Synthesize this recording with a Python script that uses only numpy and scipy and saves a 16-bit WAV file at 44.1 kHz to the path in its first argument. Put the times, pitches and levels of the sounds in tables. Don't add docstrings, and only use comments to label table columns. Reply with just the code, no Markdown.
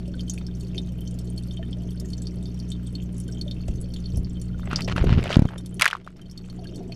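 import sys
import numpy as np
from scipy import signal
from scipy.fft import rfft, irfft
from scipy.io import wavfile
from scipy.ndimage import uniform_filter1d

SR = 44100
rng = np.random.default_rng(int(sys.argv[2]) if len(sys.argv) > 2 else 0)


def ratio(d):
    e = np.asarray(d, float) / 20
    return 10 ** e


def digitize_waveform(pressure):
    field = np.atleast_2d(pressure).T
    bounded = np.clip(field, -1, 1)
    quanta = np.round(bounded * 32767).astype(np.int16)
    wavfile.write(sys.argv[1], SR, quanta)


N = 306495
T = np.arange(N) / SR
SIZE = 4096

PUMP_HARMONICS = [-34.5, -37, -35.6, -52, -52]
MAINS_HZ = 59.96
SLOW_HZ, SLOW_DB = 12, -43.5
SEATED_BASS_DB, LOOSE_BASS_DB = -0.94, -10
# f/Hz, relative level/dB (per Hz)
CHURN_SPECTRUM = [(15, -11), (50, -7), (100, -2.5), (165, 0.5), (230, -6), (330, -14.5), (480, -22),
                  (550, -30), (680, -30), (730, -33.5), (1000, -42)]
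CHURN_DB = -38.5
LOOSE_BURBLE_DB = 16.5
# f/Hz, width/Hz, level/dB
HOUSING_MODES = [(378.3, 20, 7.5), (646, 42, 7)]
# f/Hz, width/Hz, level/dB
TANK_MODES = [(2540, 53, -28), (3100, 75, -1.5), (3635, 71, -2), (4370, 110, 0), (5370, 120, -6),
              (5640, 71, -1), (6000, 46, -21.5), (6196, 120, -3.5), (6640, 29, -11), (7110, 75, -5),
              (7540, 63, -27.5), (7830, 60, -5), (8300, 75, -16.5), (8790, 150, -7.5), (10200, 61, -7),
              (11800, 48, -35.5), (11900, 170, -17), (12600, 480, -29)]
# t/s, peak level/dB, f/Hz, relative strength of the treble snap/dB
CLEAR_BUBBLES = [(0.0778, -42.5, 5370, 3), (0.1944, -32.5, 3180, -21), (0.2072, -30, 4800, -17),
                 (0.2973, -20.5, 6430, -15), (0.336, -34.5, 9200, -5), (0.3778, -30, 2550, -14),
                 (0.384, -38, 4480, -6), (0.4662, -31.5, 5040, -18), (0.6078, -36, 4350, 1),
                 (0.7467, -35.5, 2540, -19), (0.78, -20.5, 3770, -25), (1.0077, -34.5, 11900, -21),
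                 (1.076, -34, 6000, -19), (1.1094, -39.5, 3100, 5), (1.1882, -34, 4270, 5),
                 (1.3005, -38.5, 8790, -16), (1.3775, -31, 4370, -10), (1.5095, -34, 3520, -21),
                 (1.5712, -34.5, 3100, -42), (1.6287, -38, 2930, -29), (1.7292, -32.5, 3300, -43),
                 (1.9061, -38.5, 4580, -3), (1.9988, -30, 7110, 7), (2.1021, -40, 5640, 2),
                 (2.1333, -30.5, 4370, -19), (2.1794, -36.5, 6130, -15), (2.22, -32, 7830, -10),
                 (2.2697, -27, 4700, -21), (2.4563, -35.5, 4500, -19), (2.6, -32.5, 4750, -14),
                 (2.7028, -32, 7740, -26), (2.7177, -27.5, 3790, -14), (2.8704, -36.5, 8300, -33),
                 (2.9526, -28, 4180, -13.5), (3.0006, -38.5, 2840, -37), (3.1807, -34, 10100, -13),
                 (3.201, -29.5, 9300, -13), (3.2793, -37, 3100, 1), (3.3232, -36, 5640, -15),
                 (3.4126, -23.5, 4370, -17), (3.4795, -32, 3490, -20), (3.5115, -26.5, 3930, -23),
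                 (3.6805, -36.5, 7180, -5), (3.8132, -30, 10100, -15.5), (3.938, -32, 4270, -10.5),
                 (3.962, -32.5, 3430, -38), (4.0578, -31.5, 4360, -24), (4.1584, -37.5, 5740, -16),
                 (4.1722, -29, 10200, -17.5), (4.2462, -34, 4700, -28), (4.4154, -32, 8790, -11),
                 (4.7595, -11, 4900, -30), (4.8196, -21.5, 4720, -18), (4.8457, -27.5, 5300, -23),
                 (5.482, -40, 3150, -22), (5.5802, -29, 3640, -4.5), (5.66, -30, 4320, 9),
                 (5.7432, -32.5, 9700, -21), (6.0452, -48, 3620, -8), (6.1663, -50, 5320, -5),
                 (6.215, -43, 3100, -1), (6.2981, -42, 5160, -15), (6.3123, -37.5, 5540, -9),
                 (6.376, -32.5, 4440, -12), (6.4418, -45, 2700, -29), (6.4987, -36.5, 4030, -10),
                 (6.592, -44.5, 4520, -20), (6.6429, -38, 2860, -7), (6.6707, -38, 4200, -22),
                 (6.758, -35.5, 4450, 0), (6.7387, -47, 3110, -25), (6.9207, -34.5, 4340, -17),
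                 (6.922, -34, 2620, -27)]
# t/s, peak level/dB, initial f/Hz
LARGE_BUBBLES = [(0.078, -41, 560), (0.1424, -41.5, 1500), (1.304, -48, 633), (1.593, -36, 650),
                 (1.628, -41, 1770), (1.768, -43, 602), (2.02, -47, 610), (3.289, -45, 1530),
                 (3.462, -39, 581), (4.544, -45, 1420), (6.588, -41, 720), (6.621, -43, 658),
                 (6.655, -43.5, 1610), (6.805, -40, 692), (6.895, -40.5, 667)]
LESSER_DB, LESSER_SPREAD_DB = -50.5, 9.5
BLIP_DB, BLIP_SPREAD_DB = -58, 9
# start t/s, duration/s, level/dB (rms before the stroke envelope)
SCRAPE_STROKES = [(4.638, 0.074, -46.5), (4.701, 0.14, -39), (4.875, 0.062, -29.5), (4.952, 0.12, -38.5),
                  (5.063, 0.19, -35.5), (5.24, 0.064, -33.5), (5.292, 0.075, -27), (5.356, 0.18, -51),
                  (5.505, 0.12, -51), (5.811, 0.034, -27.5), (5.843, 0.063, -43), (5.913, 0.073, -45)]
SCRAPE_TOP_HZ, BRIGHTER_DB_PER_OCTAVE = 3300, 14
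# f/Hz, width/Hz, level/dB
SHELL_MODES = [(630, 92, 3.5), (1370, 180, 0.5), (2000, 370, -1.5), (2850, 390, 6), (4700, 1600, 4)]
# t/s, peak level/dB, f/Hz, relative strength of the snap/dB
STONE_KNOCKS = [(3.683, -28.5, 583, -29), (4.174, -38, 620, -32), (4.595, -34.5, 1190, -28),
                (4.632, -35, 1380, -36), (4.713, -23, 1320, -30), (4.731, -15, 1320, -27),
                (4.807, -21.5, 2690, -19), (4.879, -22, 630, -23), (4.963, -17.5, 1340, -26),
                (5.043, -28, 694, -13), (5.239, -23, 624, -15), (5.256, -21.5, 630, -29),
                (5.278, -23, 2800, -34), (5.303, -16, 610, -34), (5.328, -13, 2920, -31),
                (5.343, -13.5, 3020, -33), (5.488, -28, 1500, -25), (5.796, -16.5, 3050, -18),
                (5.811, -6, 1380, -13), (5.82, -0.5, 2750, -16), (5.843, -11.5, 1660, -21.5),
                (5.856, -3, 1940, -21.5), (5.862, -2, 1630, -52), (5.878, -10, 2680, -21.5),
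                (5.902, -23.5, 1340, -20), (5.911, -18, 2920, -28.5), (5.93, -11.5, 1470, -40.5),
                (5.951, -18.5, 1150, -45), (5.967, -33.5, 1200, -27), (6.064, -36.5, 625, -22),
                (6.075, -26, 1280, -43), (6.087, -45, 2200, -36), (6.104, -46, 1500, -20)]
# t/s, peak level/dB, f/Hz, direction of swing (+1 or -1)
SINGLE_THUMPS = [(3.699, -19, 90, 1), (3.715, -28, 70.4, 1), (4.143, -17, 117, 1), (4.198, -22, 60.5, 1),
                 (4.731, -19, 250, 1), (4.962, -17.5, 200, 1), (5.019, -9.5, 65, 1), (5.075, -11, 130, 1),
                 (5.107, -9, 166, -1), (5.126, -10.5, 150, -1), (5.179, -6, 150, -1)]
JUDDER_START_S, JUDDER_GAP_S, JUDDER_DB, JUDDER_HZ = 5.043, 0.024, -13, 169
BOUNCE_S, BOUNCE_GAP_S, GAP_GROWTH_S = 5.370, 0.0245, 0.0039
BOUNCE_DB, BOUNCE_LOSS_DB, BOUNCE_HZ, BOUNCE_SAG_HZ = -0.05, 3.1, 196.5, 9
TAP_DB, TAP_LOSS_DB, TAP_HZ, TAP_LEAD_S = -20, 1.9, 713, 0.0022
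TAP_SNAP_DB, TAP_DULLING_DB = -18, 3.5
# t/s, level/dB (rms at the height of the swell)
RUMBLE_NUDGES = [(3.699, -24), (4.17, -25)]
STIR_DB_PER_S, SETTLE_DB_PER_S = 700, 152
# t/s, level/dB (rms)
DRAG_RUMBLE = [(4.4, -50), (4.6, -38), (5.19, -23), (5.22, -30), (5.33, -34.5), (5.5, -50.5)]
# f/Hz, relative level/dB (per Hz)
HISS_SPECTRUM = [(410, -30), (700, 1.5), (2190, -5.5), (3070, -5.5), (3920, -15.5), (4350, -11.5),
                 (8990, -20.5), (12300, -17), (15500, -18)]
HISS_DB = -63.5
# t/s, level/dB
BACKGROUND_LEVEL = [(0, 0), (4.6, 0), (5, 1.5), (5.46, -5.5), (5.79, -3), (5.87, -26), (5.97, -15.5),
                    (6.1, -14), (6.501, -5.5), (6.95, -3)]
# t/s, share (0-1)
LOOSENESS = [(4.6, 0), (5.36, 0.88), (5.46, 0.35), (5.87, 0.4), (6.1, 0.6), (6.3, 0.2), (6.95, 0.7)]


def unit(x):
    return x / np.sqrt(np.mean(x ** 2))


def walk(rate):
    k = int(SR / rate)
    levels = rng.standard_normal(SIZE)[np.arange(N) // k]
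    return unit(uniform_filter1d(uniform_filter1d(levels, k), k))


def band(x, lo_hz, hi_hz):
    sos = signal.butter(2, [lo_hz, min(hi_hz, SR / 2.2)], "band", fs=SR, output="sos")
    return signal.sosfilt(sos, x)


def mix(times, peak_db, sounds):
    out = np.zeros(N + sounds.shape[1])
    for s, db, sound in zip(times, peak_db, sounds):
        start = int(s * SR)
        out[start:start + len(sound)] += ratio(db) * sound / np.abs(sound).max()
    return out[:N]


def coloured(points):
    hz, db = np.transpose(points)
    f = np.fft.rfftfreq(N, 1 / SR) + 1
    gain_db = np.interp(np.log(f), np.log(hz), db, left=-90, right=-90)
    return rfft(rng.standard_normal(N)) * ratio(gain_db), f


def peaks(f, modes):
    return 1 + sum(ratio(db) / np.sqrt(1 + (2 * (f - hz) / width) ** 2) for hz, width, db in modes)


def ping(hz, cycles, rise=0., swell=0.71):
    turns = np.outer(hz, np.arange(SIZE) / SR)
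    wave = np.sin(2 * np.pi * turns * (1 + rise * np.minimum(turns / cycles, 2)))
    return wave * np.exp(-turns / cycles) * (1 - np.exp(-(turns / swell) ** 2))


def crack(count, decay_s, lo_hz, hi_hz):
    t = np.arange(SIZE) / SR
    envelope = np.exp(-t / decay_s) * np.minimum(t / 0.00075, 1)
    return band(rng.standard_normal((count, SIZE)) * envelope, lo_hz, hi_hz)


def pump(lowest_db):
    turn = 2 * np.pi * MAINS_HZ * T
    tones = []
    for k, db in enumerate(PUMP_HARMONICS):
        level = ratio(db + 0.81 * walk(1.5))
        tones.append(level * np.cos((k + 1) * turn - np.pi / 2 * (k % 2)))
    throb = ratio(SLOW_DB + 2.8 * walk(2)) * np.sin(2 * np.pi * SLOW_HZ * T + 2.0 * walk(1.5))
    return np.sqrt(2) * (ratio(lowest_db) * tones[0] + sum(tones[1:]) + throb)


def churn(burble_db):
    colour, f = coloured(CHURN_SPECTRUM)
    colour = colour * peaks(f, HOUSING_MODES)
    gurgle, out = walk(17), 0
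    for centre in np.arange(7, 21) / 2:
        share = np.clip(1 - 2 * np.abs(np.log2(f) - centre), 0, 1)
        upper = np.clip(centre - 7.6, 0, 1)
        flicker_db = 1.6 * walk(25) + upper * (2.2 * gurgle + burble_db)
        out = out + irfft(colour * share, N) * ratio(flicker_db)
    return ratio(CHURN_DB) * unit(out)


def in_tank(hz, snap_db):
    mode_hz, width, db = np.transpose(TANK_MODES)
    mode_cycles = mode_hz / (np.pi * .55 * width)
    modes = ping(mode_hz, mode_cycles[:, None]) * (ratio(.45 * db) * width / SR)[:, None]
    coupling = ratio(3.0 * rng.standard_normal((len(hz), len(TANK_MODES))))
    coupling = coupling * (-1) ** np.arange(len(TANK_MODES))
    scatter = crack(len(hz), 0.0094, 2000, 13000)
    snap = ratio(snap_db + 4)[:, None] * crack(len(hz), 0.0018, 4000, 12000)
    source = ping(hz, 4.2, swell=0.8) + snap
    path = ratio(25) * coupling @ rfft(modes, 2 * SIZE) + ratio(-27) * rfft(scatter, 2 * SIZE)
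    return irfft(rfft(source, 2 * SIZE) * (1 + path))[:, :SIZE]


def bubbles():
    s, db, hz, snap_db = np.transpose(CLEAR_BUBBLES)
    return mix(s, db, in_tank(hz, snap_db))


def gulps():
    s, db, hz = np.transpose(LARGE_BUBBLES)
    return mix(s, db, ping(hz, 9.9, 0.0062, swell=0.72))


def outlet(count=70):
    when, size, loud, snap = rng.random((count, 4)).T
    sounds = in_tank(2800 * 3.1 ** size ** 1.5, -32 + 30 * snap)
    return mix(when * N / SR, LESSER_DB + LESSER_SPREAD_DB * loud, sounds)


def fizz(count=700):
    when, size, loud, snap = rng.random((count, 4)).T
    small = mix(when * N / SR, -54 + 11 * loud ** 2, in_tank(2600 * 4.83 ** size, -30 + 22 * snap))
    when, size, loud = rng.random((count, 3)).T
    large_db = -51 - 9 * size - 3.84 * np.log(1 - loud + 0.016)
    return small + mix(when * N / SR, large_db, ping(250 * 2.4 ** size, 8.1, 0.016))


def blips(count=30):
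    when, size, loud = rng.random((count, 3)).T
    sounds = ping(1300 * 2.3 ** size, 8.0, 0.006, swell=1.05)
    return mix(when * N / SR, BLIP_DB + BLIP_SPREAD_DB * loud, sounds)


def bounces(count=4):
    k = np.arange(count)
    return k, BOUNCE_S + k * BOUNCE_GAP_S + k * (k - 1) / 2 * GAP_GROWTH_S


def thumps(count=7):
    late, loud, size, way = rng.standard_normal((count, 4)).T
    judder_s = JUDDER_START_S + JUDDER_GAP_S * (np.arange(count) + 0.154 * late)
    judder = [judder_s, JUDDER_DB + 2.3 * loud, JUDDER_HZ * 1.7 ** size, np.sign(way)]
    k, s = bounces()
    bounce = [s, BOUNCE_DB - BOUNCE_LOSS_DB * k, BOUNCE_HZ - BOUNCE_SAG_HZ * k, np.ones(len(k))]
    return np.hstack([np.transpose(SINGLE_THUMPS), judder, bounce])


def bumps():
    s, db, hz, way = thumps()
    lead = .02
    turns = np.outer(hz, np.arange(SIZE) / SR - lead)
    ease = np.exp(-(np.maximum(turns - .25, 0) / 0.31) ** 0.9)
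    swing = np.sin(2 * np.pi * np.clip(turns, -.5, .25)) * ease
    soft = band(way[:, None] * swing, 6.4, 1400)
    return mix(s - lead, db, soft)


def knocks():
    k, s = bounces()
    tap_db, snap_db = TAP_DB - TAP_LOSS_DB * k, TAP_SNAP_DB - TAP_DULLING_DB * k
    taps = [s - TAP_LEAD_S, tap_db, np.full(len(k), TAP_HZ), snap_db]
    return np.hstack([np.transpose(STONE_KNOCKS), taps])


def stones():
    s, db, hz, snap_db = knocks()
    blow = ping(hz, 1.1, swell=1.2)
    rattle = ratio(snap_db / 2 - 4.5)[:, None] * crack(len(hz), 0.006, 930, 3500)
    snap = ratio(snap_db + 3.5)[:, None] * crack(len(hz), 0.0012, 2500, 11000)
    return mix(s, db, blow + rattle + snap)


def scrapes():
    grit = rng.standard_normal(N) * ratio(5.0 * walk(500) + 2.5 * walk(90))
    dull = signal.lfilter([1], [1, -.85], grit)
    dull = irfft(rfft(dull) * peaks(np.fft.rfftfreq(N, 1 / SR), SHELL_MODES), N)
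    out = 0
    for s, length, db in SCRAPE_STROKES:
        top_hz = SCRAPE_TOP_HZ * 2 ** ((db + 40) / BRIGHTER_DB_PER_OCTAVE)
        corners = [s, s + 0.00293, s + 0.55 * length, s + length]
        stroke = np.interp(T, corners, [0.0028, 0.92, 1.0, 0.0033])
        out = out + ratio(db) * stroke * unit(band(dull, 450, top_hz))
    return out


def slosh():
    gain = ratio(np.interp(T, *np.transpose(DRAG_RUMBLE)))
    for s, db in RUMBLE_NUDGES:
        gain = gain + ratio(db - np.maximum(STIR_DB_PER_S * (s - T), SETTLE_DB_PER_S * (T - s)))
    return gain


def rumble():
    low = band(band(rng.standard_normal(N), 21, 140), 5, 440)
    return unit(low * ratio(0.92 * walk(30))) * slosh()


def hiss():
    colour, f = coloured(HISS_SPECTRUM)
    ringing = peaks(f, [(hz, width, .6 * db + 8) for hz, width, db in TANK_MODES])
    return ratio(HISS_DB + 0.56 * walk(22)) * unit(irfft(colour * ringing, N))


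def scene():
    level_db = np.interp(T, *np.transpose(BACKGROUND_LEVEL))
    loose = np.clip(np.interp(T, *np.transpose(LOOSENESS)), 0, 1)
    hum = pump(SEATED_BASS_DB + LOOSE_BASS_DB * loose)
    water = churn(LOOSE_BURBLE_DB * loose) + fizz() + blips()
    background = (hum + water) * ratio(level_db)
    background = background + hiss() * ratio(0.78 * level_db) + outlet() * ratio(0.7 * level_db)
    handling = scrapes() + stones() + bumps() + rumble()
    return (background + bubbles() + gulps() + handling)[None]


def band_limit(x):
    return signal.sosfilt(signal.butter(12, 16810, fs=SR, output="sos"), x)


def record(dry):
    sealed = signal.sosfilt(signal.butter(2, 12500, fs=SR, output="sos"), dry)
    finished = np.clip(sealed, -1, 1)
    return band_limit(finished)


dry = scene()
out = record(dry)
digitize_waveform(out)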